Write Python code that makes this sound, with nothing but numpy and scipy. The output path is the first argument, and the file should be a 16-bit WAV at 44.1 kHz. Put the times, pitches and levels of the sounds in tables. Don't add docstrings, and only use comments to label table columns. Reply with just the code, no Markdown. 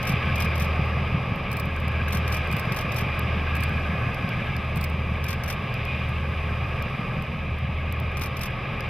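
import sys
import numpy as np
from scipy import signal
from scipy.fft import rfft, irfft
from scipy.io import wavfile

SR = 44100
rng = np.random.default_rng(int(sys.argv[2]) if len(sys.argv) > 2 else 0)


def generate_wav(sig):
    pcm = np.round(np.clip(np.atleast_2d(sig).T, -1, 1) * 32767).astype(np.int16)
    wavfile.write(sys.argv[1], SR, pcm)


N = 392049
T = np.arange(N) / SR
CYCLE_HZ, FANS_HZ = 13.042, (30.26, 33.23)
TURN_HZ, BLADE_HZ = 5.728, 22.912
GULP_HZ, FIRST_GULP_S = 5.81, 0.12
RECEDE_DB_PER_S = 0.47

# frequency_hz, level_db
HISS_SPECTRUM = [(3000, -4), (6000, 5.5), (7200, -5.5), (8200, 2), (9000, -4.5), (11200, 3), (12300, -4),
                 (13600, 2.5), (14400, -16), (15500, -27)]
TICK_SPECTRUM = [(2000, -7), (5500, -13), (7000, -11), (9000, -7.5), (11000, 1), (13500, 1.5), (15000, -3),
                 (16000, -16)]
SNAP_SPECTRUM = [(1500, -10), (3500, -9), (4900, 5), (5700, -6), (7000, -20)]
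# time_s, level_db
POWDER_LEVEL = [(0, -60), (.55, -60), (1.35, -64.5), (2.05, -63), (2.3, -59.5), (3.3, -62.5), (3.8, -60.5),
                (5.3, -64.5), (6.05, -62), (7.0, -63), (7.6, -67), (8.89, -65)]
# start_s, tick_db, left_minus_right_db, snap_db
LARGE_FLAKES = [(1.3588, -42, 8, -51), (1.7634, -39, 6, -52), (1.8013, -41, 8.0, -51),
                (1.8803, -31.5, 9.5, -44), (2.4733, -40, 7.5, -48), (3.1926, -27, 12, -48),
                (4.145, -35, 0.5, -45), (4.2906, -35, 4.5, -44), (4.5655, -33, 8.0, -40),
                (5.7402, -32, 11, -41), (5.8514, -36, 10, -42), (6.0906, -40, 3, -51),
                (6.8229, -30.5, -9, -37), (7.223, -38, 2.5, -49), (7.5864, -43, -11, -54),
                (7.9236, -26.5, -6, -51), (7.9994, -33, 4.5, -50), (8.806, -32, 9.0, -34)]
LEFT_RELEASES = [.028, 0.357, .555, 2.082, 2.278, 2.721, 2.919, 5.24, 5.436, 8.17, 8.368]
RIGHT_RELEASES = [1.515, 2.513, 3.552, 4.758]
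# delay_s, level_db, rise_s, decay_s
LEFT_IMPACTS = [(0, -33.5, 0.00057, 0.0065), (.0085, -58, .0004, .0012), (0.0248, -37, .0008, 0.0027),
                (0.04, -34.5, 0.0038, 0.0075), (.046, -34.5, .002, 0.012), (0.063, -31.5, 0.0039, 0.0036),
                (.067, -34.5, 0.0017, 0.0089), (0.087, -36.5, .003, 0.0085), (.1, -46, .001, .003)]
RIGHT_IMPACTS = [(0, -34, 0.0013, 0.0047), (.013, -32.5, .001, 0.0053), (.052, -33.5, 0.0023, 0.0049),
                 (.071, -40, .001, 0.0043), (.081, -27, 0.0031, 0.0044), (.141, -38.5, .0005, 0.0017)]
# frequency_hz, level_db
LEFT_SPECTRUM = [(500, -14), (1200, 0), (2200, 2), (3300, -1.5), (4500, -4.5), (5500, -0.5), (6900, -11.5),
                 (8400, -10), (10200, -9.5), (11800, -4.5), (13700, -8), (15000, -11), (16000, -28)]
RIGHT_SPECTRUM = [(600, -20), (1500, 0), (3300, -10), (4700, -1.5), (5900, -9), (6700, -15), (8200, -8.5),
                  (9500, -12), (11000, -6.5), (13300, -4.5), (15200, -5), (16200, -18)]
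# time_s, roar_db, whine_db
PLOUGH_EFFORT = [(0, -31.5, -30.5), (0.4, -31.0, -29.5), (0.8, -31, -32.5), (1.3, -32.5, -34.5),
                 (1.75, -35.5, -34), (2.3, -32.0, -31.5), (3.1, -31, -32.5), (3.65, -32.5, -32),
                 (3.95, -31.5, -34.5), (4.35, -33.5, -33.0), (5.05, -35.5, -35.5), (5.7, -34.0, -34.0),
                 (5.95, -34.5, -32), (6.2, -34.5, -35.0), (6.9, -33, -34.5), (7.6, -37.5, -37.0),
                 (8.3, -34.5, -35), (8.89, -34.0, -34)]
# frequency_hz, level_db
ROAR_SPECTRUM = [(150, -16), (300, -5), (420, 1), (560, 1), (720, 0), (880, -2), (990, -14.5), (1075, 4.5),
                 (1240, 5), (1320, -0.5), (1420, -10.5), (1700, -7.5), (2000, -4), (3000, -20)]
WHINE_SPECTRUM = [(1400, -31), (1800, -17.5), (2150, -3.5), (2370, -2), (2530, -2), (2750, -6.5),
                  (3100, -11.5), (3750, -17), (4200, -24.5), (4500, -42)]
WHISTLE_SPECTRUM = [(4200, -25), (4500, -5.5), (4720, 2.5), (4850, 6), (5100, -1), (5400, -9.5),
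                    (5770, -5.5), (6050, -33.5), (6600, -35), (7500, -35)]
# centre_hz, width_hz, level_db
GEAR_MODES = [(1536, 25, -4), (1628, 64, -3), (1686, 49, -6)]
# time_s, level_db
GEAR_LEVEL = [(0, -41), (0.25, -36), (0.75, -42.5), (1.45, -45), (1.95, -37.5), (2.7, -38), (3.1, -42.0),
              (3.65, -35.5), (4.3, -37.5), (4.6, -41.5), (5.0, -46.5), (5.3, -40), (5.6, -44.0),
              (6.4, -42.5), (7.6, -47.5), (8.89, -42.5)]
ANTIPHASE_TIMES = [0, 1.33, 2.79, 4.28, 5.66, 7.06, 8.64, 10.1]
# cycle_multiple, first_engine_db, second_engine_db
EXHAUST_LINES = [(3, -48, -76), (6, -34, -32), (7, -44, -49), (8, -61, -61.5), (9, -36, -50),
                 (10, -42, -64), (12, -63, -65), (15, -50.5, -46.5), (18, -54, -66), (20, -74, -64),
                 (24, -69, -61), (28, -55, -63), (32, -54.5, -72), (33, -59, -67), (36, -61.5, -67),
                 (40, -56, -55), (42, -49.5, -74.5), (48, -52.5, -70), (81.8, -52, -72)]
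# turn_multiple, level_db
ROTOR_LINES = [(4, -62), (9, -51), (12, -45.5), (13, -56), (16, -51), (20, -43), (21, -50), (23, -50.5),
               (24, -41), (25, -43.5), (33, -49.5), (36, -52), (40, -50)]
# frequency_hz, level_db
RUMBLE_SPECTRUM = [(15, -42), (24, -21), (50, -21), (70, -17), (100, 0.5), (135, 1), (185, -1.5),
                   (230, -8.5), (280, -10.5), (350, -27), (600, -47)]
# time_s, rumble_db
ROTOR_LOAD = [(0, -36.5), (1.15, -33), (2.3, -37), (3.1, -36.5), (3.6, -31.5), (4.3, -33.5), (5.4, -38),
              (6.5, -38.5), (7.4, -34), (8.1, -41), (8.89, -39)]
# time_s, level_db
PACKED_LUMPS = [(.1, -13), (.147, -12.5), (.798, -13), (1.147, -10.5), (2.151, -14), (2.543, -10.5),
                (2.676, -14.5), (2.847, -14.5), (3.719, -15.5), (3.898, -12), (4.072, -15), (4.378, -14),
                (4.769, -12.5), (5.123, -17.5), (6.865, -15.5), (6.993, -14), (7.17, -15)]


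def amp(db):
    return 10 ** (np.asarray(db) / 20)


def unit_rms(x):
    return x / np.sqrt(np.mean(x ** 2) + 1e-20)


def curve(rows, column=1):
    rows = np.asarray(rows)
    return np.interp(T, rows[:, 0], rows[:, column])


def coloured(x, spectrum):
    hz, db = np.transpose(spectrum)
    log_hz = np.log(np.fft.rfftfreq(N, 1 / SR) + 1)
    gain = amp(np.interp(log_hz, np.log(hz), db, left=db[0] - 12, right=db[-1] - 40))
    return irfft(rfft(x) * unit_rms(gain), N)


def drift(hz):
    f = np.fft.rfftfreq(N, 1 / SR)
    return unit_rms(irfft(rfft(rng.standard_normal(N)) * np.exp(-(f / hz) ** 2), N))


def wide_noise(side_db):
    mid, side = rng.standard_normal((2, N))
    return unit_rms(np.array([mid + amp(side_db) * side, mid - amp(side_db) * side]))


def panned(balance_db):
    return unit_rms(amp(np.array([[balance_db], [-balance_db]]) / 2))


def add(mix, start_s, sound):
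    part = mix[..., max(round(start_s * SR), 0):][..., :sound.shape[-1]]
    part += sound[..., :part.shape[-1]]


def periodic_wave(turns, multiples, db, phases, size=8192):
    lines = np.zeros(size // 2 + 1, complex)
    lines[np.rint(multiples).astype(int)] = amp(db) * np.exp(2j * np.pi * phases) * size / np.sqrt(2)
    return np.interp(turns % 1 * size, np.arange(size), irfft(lines))


def air(level_db=-56):
    spectrum = [(12, 3), (30, 32), (75, -20), (130, -17), (300, -12)]
    return amp(level_db) * coloured(rng.standard_normal((2, N)), spectrum)


def powder():
    grains = unit_rms(wide_noise(-0.85) * amp(1.5 * drift(400)))
    return coloured(grains, HISS_SPECTRUM) * amp(curve(POWDER_LEVEL))


def flakes(decay_s=0.00091, patter_per_s=6):
    ticks, snaps = np.zeros((2, 2, N))
    fade = np.exp(-np.arange(400) / SR / decay_s)
    for start_s, tick_db, balance_db, snap_db in LARGE_FLAKES:
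        add(ticks, start_s + 0.001, amp(tick_db - 1) * panned(balance_db) * fade)
        add(snaps, start_s + 0.00075, amp(snap_db + 6) * panned(balance_db) * fade)
    for when, weight, where in rng.random((int(patter_per_s * N / SR), 3)):
        add(ticks, when * N / SR, amp(-58 + 10 * weight ** 2) * panned(16 * (where - 0.5)) * fade)
    crisp = coloured(ticks * wide_noise(0), TICK_SPECTRUM)
    return crisp + coloured(snaps * wide_noise(0), SNAP_SPECTRUM)


def camera(releases, impacts, body, balance_db, lag_ms, side_db, rattle_db):
    t, power = np.arange(2200) / SR, np.zeros(N)
    for start_s in releases:
        for delay_s, db, rise_s, decay_s in impacts:
            shape = np.minimum(t / rise_s, 1) * np.exp(-np.maximum(t - rise_s, 0) / decay_s)
            add(power, start_s + delay_s, (amp(db + rng.standard_normal()) * shape) ** 2)
    rattle = unit_rms(wide_noise(side_db) * amp(rattle_db * drift(520)))
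    left, right = coloured(rattle * np.sqrt(power), body)
    lag = np.exp(-2j * np.pi * np.fft.rfftfreq(N, 1 / SR) * lag_ms / 1000)
    return np.array([left, irfft(rfft(right) * lag, N)]) * panned(balance_db)


def fans(hum_db=-46, octave_db=-52, in_step_s=0.0692):
    phase = 2 * np.pi * np.outer(FANS_HZ, T - in_step_s)
    return np.sqrt(2) * (amp(hum_db) * np.cos(phase) + amp(octave_db) * np.sin(2 * phase)).sum(0)


def machinery():
    roar = coloured(wide_noise(-12), ROAR_SPECTRUM)
    return roar * amp(curve(PLOUGH_EFFORT) - 3 + 0.5 * drift(6)) * panned(-0.74)


def gears(cycles, swell_db=2.6, clash_db=4.5, clash_s=0.0032, first_clash_s=0.0635):
    f = np.fft.rfftfreq(N, 1 / SR)
    response = sum(amp(db) / (1 + 2 * ((f - hz) / width) ** 2) for hz, width, db in GEAR_MODES)
    whirr = irfft(rfft(wide_noise(-8)) * response, N)
    turn = (cycles - CYCLE_HZ * first_clash_s + 0.5) % 1 - 0.5
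    clash = np.exp(-(turn / CYCLE_HZ / clash_s) ** 2)
    pulse = amp(swell_db * np.cos(2 * np.pi * turn) + clash_db * clash)
    return unit_rms(whirr * pulse) * amp(curve(GEAR_LEVEL) - 2.5)


def blower(flutter_db=0.81):
    roar_db, whine_db = curve(PLOUGH_EFFORT, 1), curve(PLOUGH_EFFORT, 2)
    whine = coloured(wide_noise(-21), WHINE_SPECTRUM) * amp(whine_db - 4.5 + flutter_db * drift(30))
    throw_db = (roar_db + whine_db) / 2
    whistle = coloured(wide_noise(-5), WHISTLE_SPECTRUM)
    return whine + whistle * amp(-58.5 + 1.5 * (throw_db - throw_db.mean()))


def chute(ring_hz=2405, rise_hz_per_s=3.5, wander_hz=28, width_hz=200):
    radius = np.exp(-np.pi * width_hz / SR)
    baseband = signal.lfilter([1], [1, -2 * radius, radius ** 2], wide_noise(-20) + 1j * wide_noise(-22))
    pitch_hz = ring_hz + rise_hz_per_s * T + wander_hz * drift(1.5)
    ring = unit_rms((baseband * np.exp(2j * np.pi * np.cumsum(pitch_hz) / SR)).real)
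    whine_db = curve(PLOUGH_EFFORT, 2)
    return ring * amp(-42 + 1.23 * (whine_db - whine_db.mean()) + drift(7))


def engine_cycles():
    slipped_firings = np.interp(T, ANTIPHASE_TIMES, np.arange(len(ANTIPHASE_TIMES)) + 0.5)
    return CYCLE_HZ * T, CYCLE_HZ * T - slipped_firings / 6


def exhausts(cycles, wobble_cycles=0.0028):
    strong, *levels = np.transpose(EXHAUST_LINES)
    multiples = np.arange(1, 100)
    phases, out = rng.random(len(multiples)), 0
    for turns, strong_db in zip(cycles, levels):
        db = -65 + 3 * rng.standard_normal(len(multiples))
        db -= 25 * np.exp(-multiples / 3)
        db[np.rint(strong).astype(int) - 1] = strong_db
        out += periodic_wave(turns + wobble_cycles * drift(1.54), multiples, db, phases)
    return out * amp(1 - RECEDE_DB_PER_S * T)


def gulp(time_s):
    return np.cos(2 * np.pi * GULP_HZ * (time_s - FIRST_GULP_S))


def rotor(gulp_db=3.5, wobble_turns=0.0031):
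    multiples, db = np.transpose(ROTOR_LINES)
    drone = periodic_wave(TURN_HZ * T + wobble_turns * drift(1.96), multiples, db, rng.random(len(db)))
    rumble = coloured(wide_noise(-31.5), RUMBLE_SPECTRUM) * unit_rms(amp(gulp_db * gulp(T)))
    return drone + rumble * amp(curve(ROTOR_LOAD) - 0.7)


def blade_knocks(gulp_db=7.5, ring_hz=138, rise_s=0.0029, decay_s=0.0074, jitter_s=0.0006):
    t = np.arange(-400, 1200) / SR
    shape = np.where(t < 0, np.exp(-(t / rise_s) ** 2), 1 / np.cosh(2 * t / decay_s))
    times = np.arange(0.0121, N / SR, 1 / BLADE_HZ)
    strength, detune, late = rng.standard_normal((len(times), 3)).T
    levels_db = -26 + gulp_db * gulp(times) - RECEDE_DB_PER_S * times + 3 * strength
    for time_s, db in PACKED_LUMPS:
        levels_db[np.argmin(abs(times - time_s))] = db - 1.3
    knocks = np.zeros(N)
    for time_s, db, hz in zip(times + jitter_s * late, levels_db, ring_hz * np.exp(0.089 * detune)):
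        add(knocks, time_s + t[0], -amp(db) * shape * np.cos(2 * np.pi * hz * t))
    highpass = signal.butter(2, 65, "high", fs=SR, output="sos")
    return signal.sosfiltfilt(highpass, knocks)


def scene():
    cycles = engine_cycles()
    train = exhausts(cycles) + fans() + rotor() + blade_knocks()
    train += machinery() + gears(cycles[1]) + blower() + chute()
    left = camera(LEFT_RELEASES, LEFT_IMPACTS, LEFT_SPECTRUM,
                  balance_db=4.5, lag_ms=0.076, side_db=-7.5, rattle_db=2.0)
    right = camera(RIGHT_RELEASES, RIGHT_IMPACTS, RIGHT_SPECTRUM,
                   balance_db=-8, lag_ms=-0.087, side_db=-4, rattle_db=1.9)
    return train + powder() + flakes() + air() + left + amp(-4) * right


def record(dry, cutoff_hz=16300):
    lowpass = signal.firwin(511, cutoff_hz, window=("kaiser", 9), fs=SR)
    return signal.oaconvolve(dry, lowpass[None], "same")


dry = scene()
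out = record(dry)
generate_wav(out)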